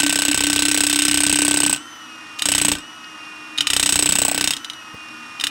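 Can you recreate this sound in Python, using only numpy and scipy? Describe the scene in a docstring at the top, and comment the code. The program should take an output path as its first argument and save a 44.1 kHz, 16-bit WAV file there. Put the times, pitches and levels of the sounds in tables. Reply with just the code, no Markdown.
"""A hard steel clatter, about 32 blows a second: an electric demolition hammer digs into a muddy clod.
On each blow the striker clacks, the chisel rings and kicks back, the housing booms and the soil thuds;
trees answer faintly. After each of three bursts the motor overshoots and settles toward a whining
idle with fan noise. Crumbs of earth fall, wet mud pops, and near the end a boot shifts on the turf."""
import sys
import numpy as np
from scipy import signal
from scipy.fft import rfft, irfft, next_fast_len
from scipy.io import wavfile
from scipy.ndimage import uniform_filter1d, minimum_filter1d, map_coordinates

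SR = 44100
rng = np.random.default_rng(int(sys.argv[2]) if len(sys.argv) > 2 else 0)


def to_wav(sig):
    """Store sig (one row per channel, or 1-D mono) as 16-bit WAV at the path in sys.argv[1].

    Samples outside -1..1 are clipped; the rate is SR.
    """
    pcm = np.clip(np.atleast_2d(sig), -1, 1) * 32767
    pcm = np.round(pcm).astype(np.int16)
    wavfile.write(sys.argv[1], SR, pcm.T)  # frames by channels


N = 242550
TIME = np.arange(N) / SR
AGE = np.arange(SR // 8) / SR  # seconds since a blow


def amp(db):
    """Decibels to gain."""
    return 10 ** (np.asarray(db) / 20)


def unit(x):
    """Scale to rms 1."""
    return x / np.sqrt(np.mean(x ** 2) + 1e-20)


def fade(t, t60):
    """Exponential decay, 60 dB down after t60 seconds."""
    return np.exp(-np.log(1000) * t / t60)


def attack(t, rise_s):
    """Exponential rise from 0 toward 1."""
    return 1 - np.exp(-t / rise_s)


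def bell(t, width_s):
    """Bell-shaped envelope, peaking at t = 0."""
    return np.exp(-(t / width_s) ** 2)


def automation(rows, when):
    """Each lane of a (time, values...) table at the given times."""
    times, *lanes = np.transpose(rows)
    return [np.interp(when, times, lane) for lane in lanes]


def wobble(rate):
    """A smooth random curve, rate knots a second."""
    return map_coordinates(rng.standard_normal(int(N * rate / SR) + 4), [TIME * rate])


def filtered(x, response):
    """Shape x with a frequency response."""
    n = x.shape[-1]
    padded = next_fast_len(n + 8192)
    return irfft(rfft(x, padded) * response(np.fft.rfftfreq(padded, 1 / SR)), padded)[..., :n]


def noise(spectrum, shape):
    """Noise of rms 1, coloured by (frequency [Hz], level [dB]) points."""
    points_hz, db = np.transpose(spectrum)
    colour = lambda hz: amp(np.interp(np.log(hz + 1), np.log(points_hz), db))
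    return unit(filtered(rng.standard_normal(shape), colour))


def blow_noise(spectrum, count, alike):
    """One noise per blow; the share alike is the same every time, since the same parts collide."""
    rows = noise(spectrum, (count + 1, len(AGE)))
    return np.sqrt(alike) * rows[0] + np.sqrt(1 - alike) * rows[1:]


def place(times, db, sounds):
    """Mix one sound per event at its time and level."""
    index = np.round(np.maximum(times, 0) * SR).astype(int)[:, None] + np.arange(sounds.shape[-1])
    return np.bincount(index.ravel(), (amp(db)[:, None] * sounds).ravel(), N)[:N]


# Even hammering, slower when the tool is leaned on: (first blow [s], rate [blows/s], blows [count])
RUNS = [(0.0011, 32.01, 11), (0.3447, 32.4, 6), (0.5299, 32.636, 37), (1.6636, 30.96, 3),
        (2.4557, 32.03, 4), (2.5806, 29.37, 5), (3.6699, 31.6, 8), (3.9231, 29.56, 4), (4.0584, 31.32, 12),
        (4.4415, 30.58, 3)]
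# The mix as the chisel sinks in and clack gives way to ring and thud, one table per burst:
# (time [s], clack [dB], chisel ring [dB], housing boom [dB], soil thud [dB])
DIGGING = [
    [(0, -13, -13.5, -22.5, -33), (.3, -14.5, -14, -26, -34.5), (.6, -12.5, -13.5, -25, -34),
     (.85, -12, -11, -27, -34.5), (1.1, -12, -11.5, -26, -36.5), (1.5, -16, -10.5, -25.5, -31),
     (1.73, -19, -10, -26.5, -31.5)],
    [(2.456, -11.5, -11, -30.5, -31.5), (2.62, -12, -9.5, -28, -33.5), (2.72, -13, -9.5, -31, -27.5)],
    [(3.67, -11, -23, -56, -47), (3.71, -9.5, -15.5, -38, -38.5), (3.88, -10, -8.5, -31.5, -31.5),
     (4.22, -16.5, -7.5, -30.5, -29), (4.32, -22.5, -15.5, -31.5, -36), (4.4, -13, -18, -26.5, -32),
     (4.51, -12.5, -17.5, -39, -39)],
]
# Taps as the chisel is set down or lifted: (time [s], clack [dB], chisel ring [dB], housing boom [dB])
TAPS = [(1.7612, -28.5, -26, -35.5), (2.3887, -29.5, -41, -57), (2.394, -23.5, -37, -57),
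        (2.4209, -13.5, -23, -46), (2.7525, -25.5, -33, -31), (2.7848, -34, -36, -42),
        (3.577, -26, -39, -52), (3.584, -18.5, -57, -38), (3.607, -12, -27, -37), (3.631, -43, -49, -57),
        (4.5355, -20, -31.5, -55), (4.5667, -24.5, -35, -43), (4.6461, -26, -62, -62),
        (4.6994, -28.5, -51, -61), (4.734, -36, -63, -57), (5.3988, -27, -44, -60),
        (5.4104, -21.5, -37, -59), (5.4387, -12, -24, -37.5), (5.469, -16.5, -27.5, -54)]


def strikes():
    """Cue every blow and stray tap: times, then clack, ring, boom and thud levels."""
    jitter_s, tap_thud_db = .00008, -12  # a tap's thud is set relative to its boom
    times = np.concatenate([start + np.arange(count) / rate for start, rate, count in RUNS])
    jittered = times + jitter_s * rng.standard_normal(len(times))
    steady = np.column_stack([jittered, *automation(np.vstack(DIGGING), times)])
    stray = [(when, db, ring_db, boom_db, boom_db + tap_thud_db) for when, db, ring_db, boom_db in TAPS]
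    return np.vstack([steady, stray]).T


# The bright edge of a blow: (frequency [Hz], level [dB])
BRIGHT_EDGE = [(2500, -25), (5500, -1.5), (8500, -2.5), (10000, -5), (12000, -9), (15500, -16)]


def contact(times, db):
    """Steel meets steel: a hard snap about a millisecond long, at a slightly new pitch each time."""
    hz = 3150 * np.exp(0.082 * rng.standard_normal((len(times), 1)))
    snap = np.sin(2 * np.pi * hz * AGE) * bell(AGE, 0.0013)
    tick = noise(BRIGHT_EDGE, (len(times), len(AGE))) * fade(AGE, 0.0054)
    accent_db = np.clip(2 * (db + 12), -6, 5)  # hard blows snap out of proportion
    return place(times, db + accent_db, amp(3) * snap) + place(times, db, amp(-3) * tick)


def ringing(table, count, scatter_db, phase_spread, detune):
    """Struck metal: decaying modes, rebalanced and slightly retuned for each blow."""
    hz, db, t60 = np.transpose(table)
    cycles = hz[:, None] * AGE + phase_spread * rng.random((len(hz), 1))
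    modes = np.sin(2 * np.pi * cycles) * fade(AGE, t60[:, None])
    blows = amp(db + scatter_db * rng.standard_normal((count, len(hz)))) @ modes
    speeds = np.exp(detune * rng.standard_normal(count))
    return np.array([map_coordinates(blow, [AGE * SR * speed]) for blow, speed in zip(blows, speeds)])


# The ring of barrel and tool holder: (frequency [Hz], level [dB], t60 [s])
BARREL_MODES = [(1978, -14.5, 0.072), (2605, -4.5, 0.042), (2766, -2, 0.037), (2843, -1.5, 0.019),
                (3042, -4, 0.05), (3420, -28, 0.016), (3662, -5.5, 0.066), (4012, -1.5, 0.038),
                (5156, -3, 0.035), (5650, -10.5, 0.064), (6610, -4.5, 0.053), (7555, 0, 0.023),
                (8860, -9, 0.056), (9330, -8, 0.04), (10640, -8.5, 0.027)]
# The clank of a chisel loose in its holder: (frequency [Hz], level [dB], t60 [s])
LOOSE_MODES = [(3003, 8.5, 0.015), (3240, -2.5, 0.024), (3635, -8.5, 0.052), (3687, 0, 0.033),
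               (3986, -5.5, 0.036), (4850, -13.5, 0.062)]
# The dense rattle of the mechanism: (frequency [Hz], level [dB])
RATTLE = [(300, -65), (1200, 3), (1800, 6), (2900, -1), (3900, 2), (4500, 3), (5250, 8), (6100, -6.5),
          (8200, -23), (10000, -56.5), (15500, -108)]


def clack(times, db, ring_db):
    """The striker hits steel: a crack and ringing modes, plus a clank when the chisel is unseated."""
    count = len(times)
    loose = np.clip((db - ring_db - 3.5) / 12, 0, 1)[:, None]  # much clack, little ring: unseated
    ring = amp(-4.5) * ringing(BARREL_MODES, count, scatter_db=2.5, phase_spread=0.97, detune=0.0048)
    clank = amp(1.5) * ringing(LOOSE_MODES, count, scatter_db=4.5, phase_spread=0, detune=0.0097)
    crack = amp(-2.5) * blow_noise(RATTLE, count, alike=0.66) * fade(AGE, 0.031)
    body = (1 - 0.15 * loose) * (ring + crack) + loose * clank
    edge = blow_noise(BRIGHT_EDGE, count, alike=0.66) * (fade(AGE, 0.033) + amp(-14) * fade(AGE, 0.16))
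    edge_db = db + 0.33 * (ring_db - db) - 7
    onset = attack(AGE, .0001)
    return place(times, db, body * onset) + place(times, edge_db, edge * onset)


# The chisel's ring shifts as it sinks in: (time [s], pitch [Hz], upper partner [dB], overtone [dB])
CHISEL_TUNING = [(0, 7890, 1, -15), (.75, 8015, -10.5, -11), (1.1, 8000, 13, -19), (1.7, 8150, -11, -22),
                 (2.6, 7930, -1, -20), (3.8, 8060, 3, -22), (4.15, 7930, -50, -17), (4.3, 8120, -16, -3),
                 (4.5, 7930, 5, -12)]
# The rasp of the choked chisel: (frequency [Hz], level [dB])
JINGLE = [(6800, -30), (7600, 0), (8100, 12), (8600, -1.5), (9000, -38), (9900, -16.5)]


def chisel(times, db):
    """Lengthwise waves in the chisel: a beating pair, soon choked to a jingle, and a high overtone."""
    hz, partner_db, overtone_db = automation(CHISEL_TUNING, times)
    drift = rng.standard_normal((len(times), 3))
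    tone = lambda pitch: np.sin(2 * np.pi * pitch[:, None] * AGE)
    partner_gain = amp(partner_db)[:, None]
    pair = tone(hz + 50 * drift[:, 0]) + partner_gain * tone(hz + 335 + 55 * drift[:, 1])
    choke = np.exp(-(AGE / 0.0043) ** 4) + amp(-20) * fade(AGE, 0.033)
    ring = pair / np.hypot(1, partner_gain) * choke
    overtone = amp(overtone_db - 1)[:, None] * tone(15670 + 35 * drift[:, 2]) * fade(AGE, .035)
    jingle = amp(-7.5) * blow_noise(JINGLE, len(times), alike=0.18) * fade(AGE, 0.073)
    return amp(2.5) * place(times, db, (ring + overtone + jingle) * attack(AGE, .0003))


def housing(times, db):
    """Recoil sets housing and barrel ringing: a low boom under a short clang."""
    t = TIME[:SR // 3]
    mode = lambda hz, t60: np.sin(2 * np.pi * hz * t) * fade(t, t60) * attack(t, 0.0042)
    scatter_db = np.where(times < .6, 4, 1.3)  # unsteady until the chisel has bitten in
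    boom_db = db + scatter_db * rng.standard_normal(len(times))
    boom = amp(4) * mode(hz=297.8, t60=0.22) + amp(-28) * mode(hz=98, t60=0.1)
    clang = amp(10) * mode(hz=1528.5, t60=0.057)
    return place(times, boom_db, boom) + place(times, db, clang)


# The dull crunch of crushed soil: (frequency [Hz], level [dB])
SOIL = [(20, -10), (45, -2.5), (90, 5.5), (190, 5.5), (450, 5), (900, -2), (1300, -3), (3000, -43)]


def soil(times, db):
    """Each blow crushes a little soil; its knock dives in pitch as the clod yields."""
    falling_hz = 100 + 1250 * np.exp(-AGE / 0.002946)
    knock = np.sin(2 * np.pi * np.cumsum(falling_hz) / SR) * fade(AGE, 0.026) * attack(AGE, 0.00016)
    envelope = bell(AGE - .002, 0.0032) + amp(-11.5) * fade(AGE, 0.11)
    crush = blow_noise(SOIL, len(times), alike=0.26) * envelope
    return place(times, db, amp(12.5) * knock + amp(7) * crush)


# The scrape of the chisel kicking back: (frequency [Hz], level [dB])
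SCRAPE = [(800, -27), (1800, -4.5), (2800, 3.5), (3600, -1), (5200, -8.5), (9000, -7.5), (15000, -55)]


def rebounds(times, ring_db, boom_db):
    """The chisel kicks back into its holder twice after each blow: short, slightly rising chinks."""
    kick_db = (boom_db + ring_db) / 2 - 1.5  # a well seated chisel under weight kicks hardest
    scrape_envelope = fade(AGE, .017) * attack(AGE, .0003)
    kicks = np.zeros(N)
    for delay_s, scatter_s, db in [(.008, .0015, 2.2), (.0178, .002, 3.3)]:
        late, size, pitch = rng.uniform(-1.5, 1.5, (3, len(times)))
        hz = 2650 * np.exp(.07 * pitch)[:, None]
        chink = np.sin(2 * np.pi * hz * (AGE + 45 * AGE ** 2)) * bell(AGE - .001, 0.00064)
        scrape = amp(2) * noise(SCRAPE, (len(times), len(AGE))) * scrape_envelope
        kicks += place(times + delay_s + scatter_s * late, kick_db + db + 2 * size, chink + scrape)
    return kicks


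def trees(source):
    """A thin echo, scattered back from fence and trees."""
    t = TIME[:SR // 2]
    envelope = fade(t, .3) * attack(t, .01)
    tail = noise([(100, 12), (1000, -1.5), (8000, -6.5), (15000, -15)], len(t)) * envelope
    return signal.fftconvolve(source, tail / np.linalg.norm(tail))[:N]


# The motor runs free after each burst: (let go [s], loaded again [s], overshoot [turns/s])
PAUSES = [(1.733, 2.42, 45), (2.757, 3.67, 25.2), (4.4966, 5.5, 35)]


def shaft():
    """Speed and time spent idling: let go, the motor races past idle and settles; load drags it down."""
    loaded_speed, idle_speed = 285.0, 307.3  # turns/s
    spin_up_s, settle_s, drag_s = .0514, .32, .08
    speed, idling_s = np.full(N, loaded_speed), np.zeros(N)
    for let_go, loaded, overshoot in PAUSES:
        since = np.maximum(TIME - let_go, 0)
        free = attack(since, spin_up_s) * np.exp(-np.maximum(TIME - loaded, 0) / drag_s)
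        speed += free * (idle_speed - loaded_speed + overshoot * bell(since, settle_s))
        idling_s += free * since
    return speed, idling_s


# The broad rush of the fan: (frequency [Hz], level [dB])
FAN = [(25, -22), (120, -8), (260, -10.5), (550, -13), (1100, -0.5), (2200, -9), (3000, -7), (4300, -14.5),
       (5400, -12), (7500, -20.5), (9400, -21), (15500, -43)]
# The hollow resonances of the air vents: (frequency [Hz], width [Hz], level [dB])
VENTS = [(237.6, 9.8, 1.5), (311.8, 13.4, 2), (1196, 120, -12), (1443, 15, 4), (1860, 36, 1.5)]


def cooling_air():
    """The fan's rush, and air sounding the vents: band-passed noise in alternating polarity."""
    vents = lambda hz: sum((-1) ** k * amp(db) * 1j * hz * width / (mid ** 2 - hz ** 2 + 1j * hz * width)
                           for k, (mid, width, db) in enumerate(VENTS))
    return amp(1.5) * noise(FAN, N) + amp(-1.5) * unit(filtered(rng.standard_normal(N), vents))


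# Fan and commutator whine: (pitch [multiple of shaft speed], idle level [dB], racing level [dB])
WHINE = [(1, -9, -13), (4, -1, 0), (8, 3, -10), (9, 2.3, 2.3), (18, -10, -1), (27, -23, -12),
         (36, -24, -17)]


def motor():
    """Fluttering tones locked to the shaft, over cooling air."""
    base_db, recovery_db_per_s = -44.5, 2.5
    speed, idling_s = shaft()
    turns = np.cumsum(speed * (1 + 0.00019 * wobble(60))) / SR
    racing = np.clip((speed - 307) / 33, 0, 1)
    whine = np.zeros(N)
    for multiple, idle_db, racing_db in WHINE:
        db = idle_db + (racing_db - idle_db) * racing + 1.3 * wobble(12) + 2.26 * wobble(110)
        whine += amp(db) * np.sin(2 * np.pi * multiple * turns)
    pumping = 1 + 0.069 * np.sin(2 * np.pi * turns / 9)  # the piston pumps the air once in nine turns
    # as with a recorder's automatic gain, whine and air duck during hammering and recover in each pause
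    duck = np.clip((305 - speed) / 12, 0, 1)
    return amp(base_db + recovery_db_per_s * idling_s - 1.7 * duck) * (whine + cooling_air() * pumping)


# Falling crumbs of earth: (time [s], level [dB])
CRUMBS = [(3.0435, -25), (3.1921, -31), (3.252, -27), (5.0854, -27)]


def crumbs():
    """Crumbs of earth land with tiny ticks, in the same noise colour as the rattle."""
    times, db = np.transpose(CRUMBS)
    ticks = noise(RATTLE, (len(times), len(AGE))) * fade(AGE, 0.026)
    return place(times, db - 10, ticks)


# Wet mud squeezed by a blow: (time [s], pitch [Hz], level [dB])
SQUELCHES = [(4.2535, 920, -17), (4.285, 690, -14.5), (4.318, 706, -17.5), (4.348, 650, -27)]


def mud():
    """Air pockets in the wet soil pop with a short rising note."""
    times, hz, db = np.transpose(SQUELCHES)
    lead_s = .004
    t = AGE - lead_s
    pops = np.sin(2 * np.pi * hz[:, None] * (t + 25 * t ** 2)) * bell(t, .0026)
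    return place(times - lead_s, db, pops)


def boot():
    """A boot shifts on the turf: one soft, low scuff."""
    turf = noise([(25, 1), (90, -3), (220, -1), (500, -12), (3000, -36)], N)
    return amp(-35.5) * turf * bell(TIME - 4.945, 0.011)


def scene():
    """The hammer and its echo up front; motor, crumbs and boot underneath. Mono."""
    times, clack_db, ring_db, boom_db, thud_db = strikes()
    steel = contact(times, clack_db) + clack(times, clack_db, ring_db)
    steel += chisel(times, ring_db) + rebounds(times, ring_db, boom_db)
    hammer = steel + housing(times, boom_db) + soil(times, thud_db) + mud()
    return (hammer + amp(-18.5) * trees(hammer) + motor() + crumbs() + boot())[None]


def record(dry):
    """The microphone sheds deep bass, a fast limiter flattens the blows, and the very top is cut."""
    low_cut_hz, ceiling, top_hz = 60, .72, 16000
    heard = filtered(dry, lambda hz: 1j * hz / (1j * hz + low_cut_hz))
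    needed_gain = np.minimum(1, ceiling / (np.abs(heard) + 1e-9))
    smooth_gain = uniform_filter1d(minimum_filter1d(needed_gain, size=41), size=21)
    return filtered(heard * smooth_gain, lambda hz: hz < top_hz)


dry = scene()
out = record(dry)
to_wav(out)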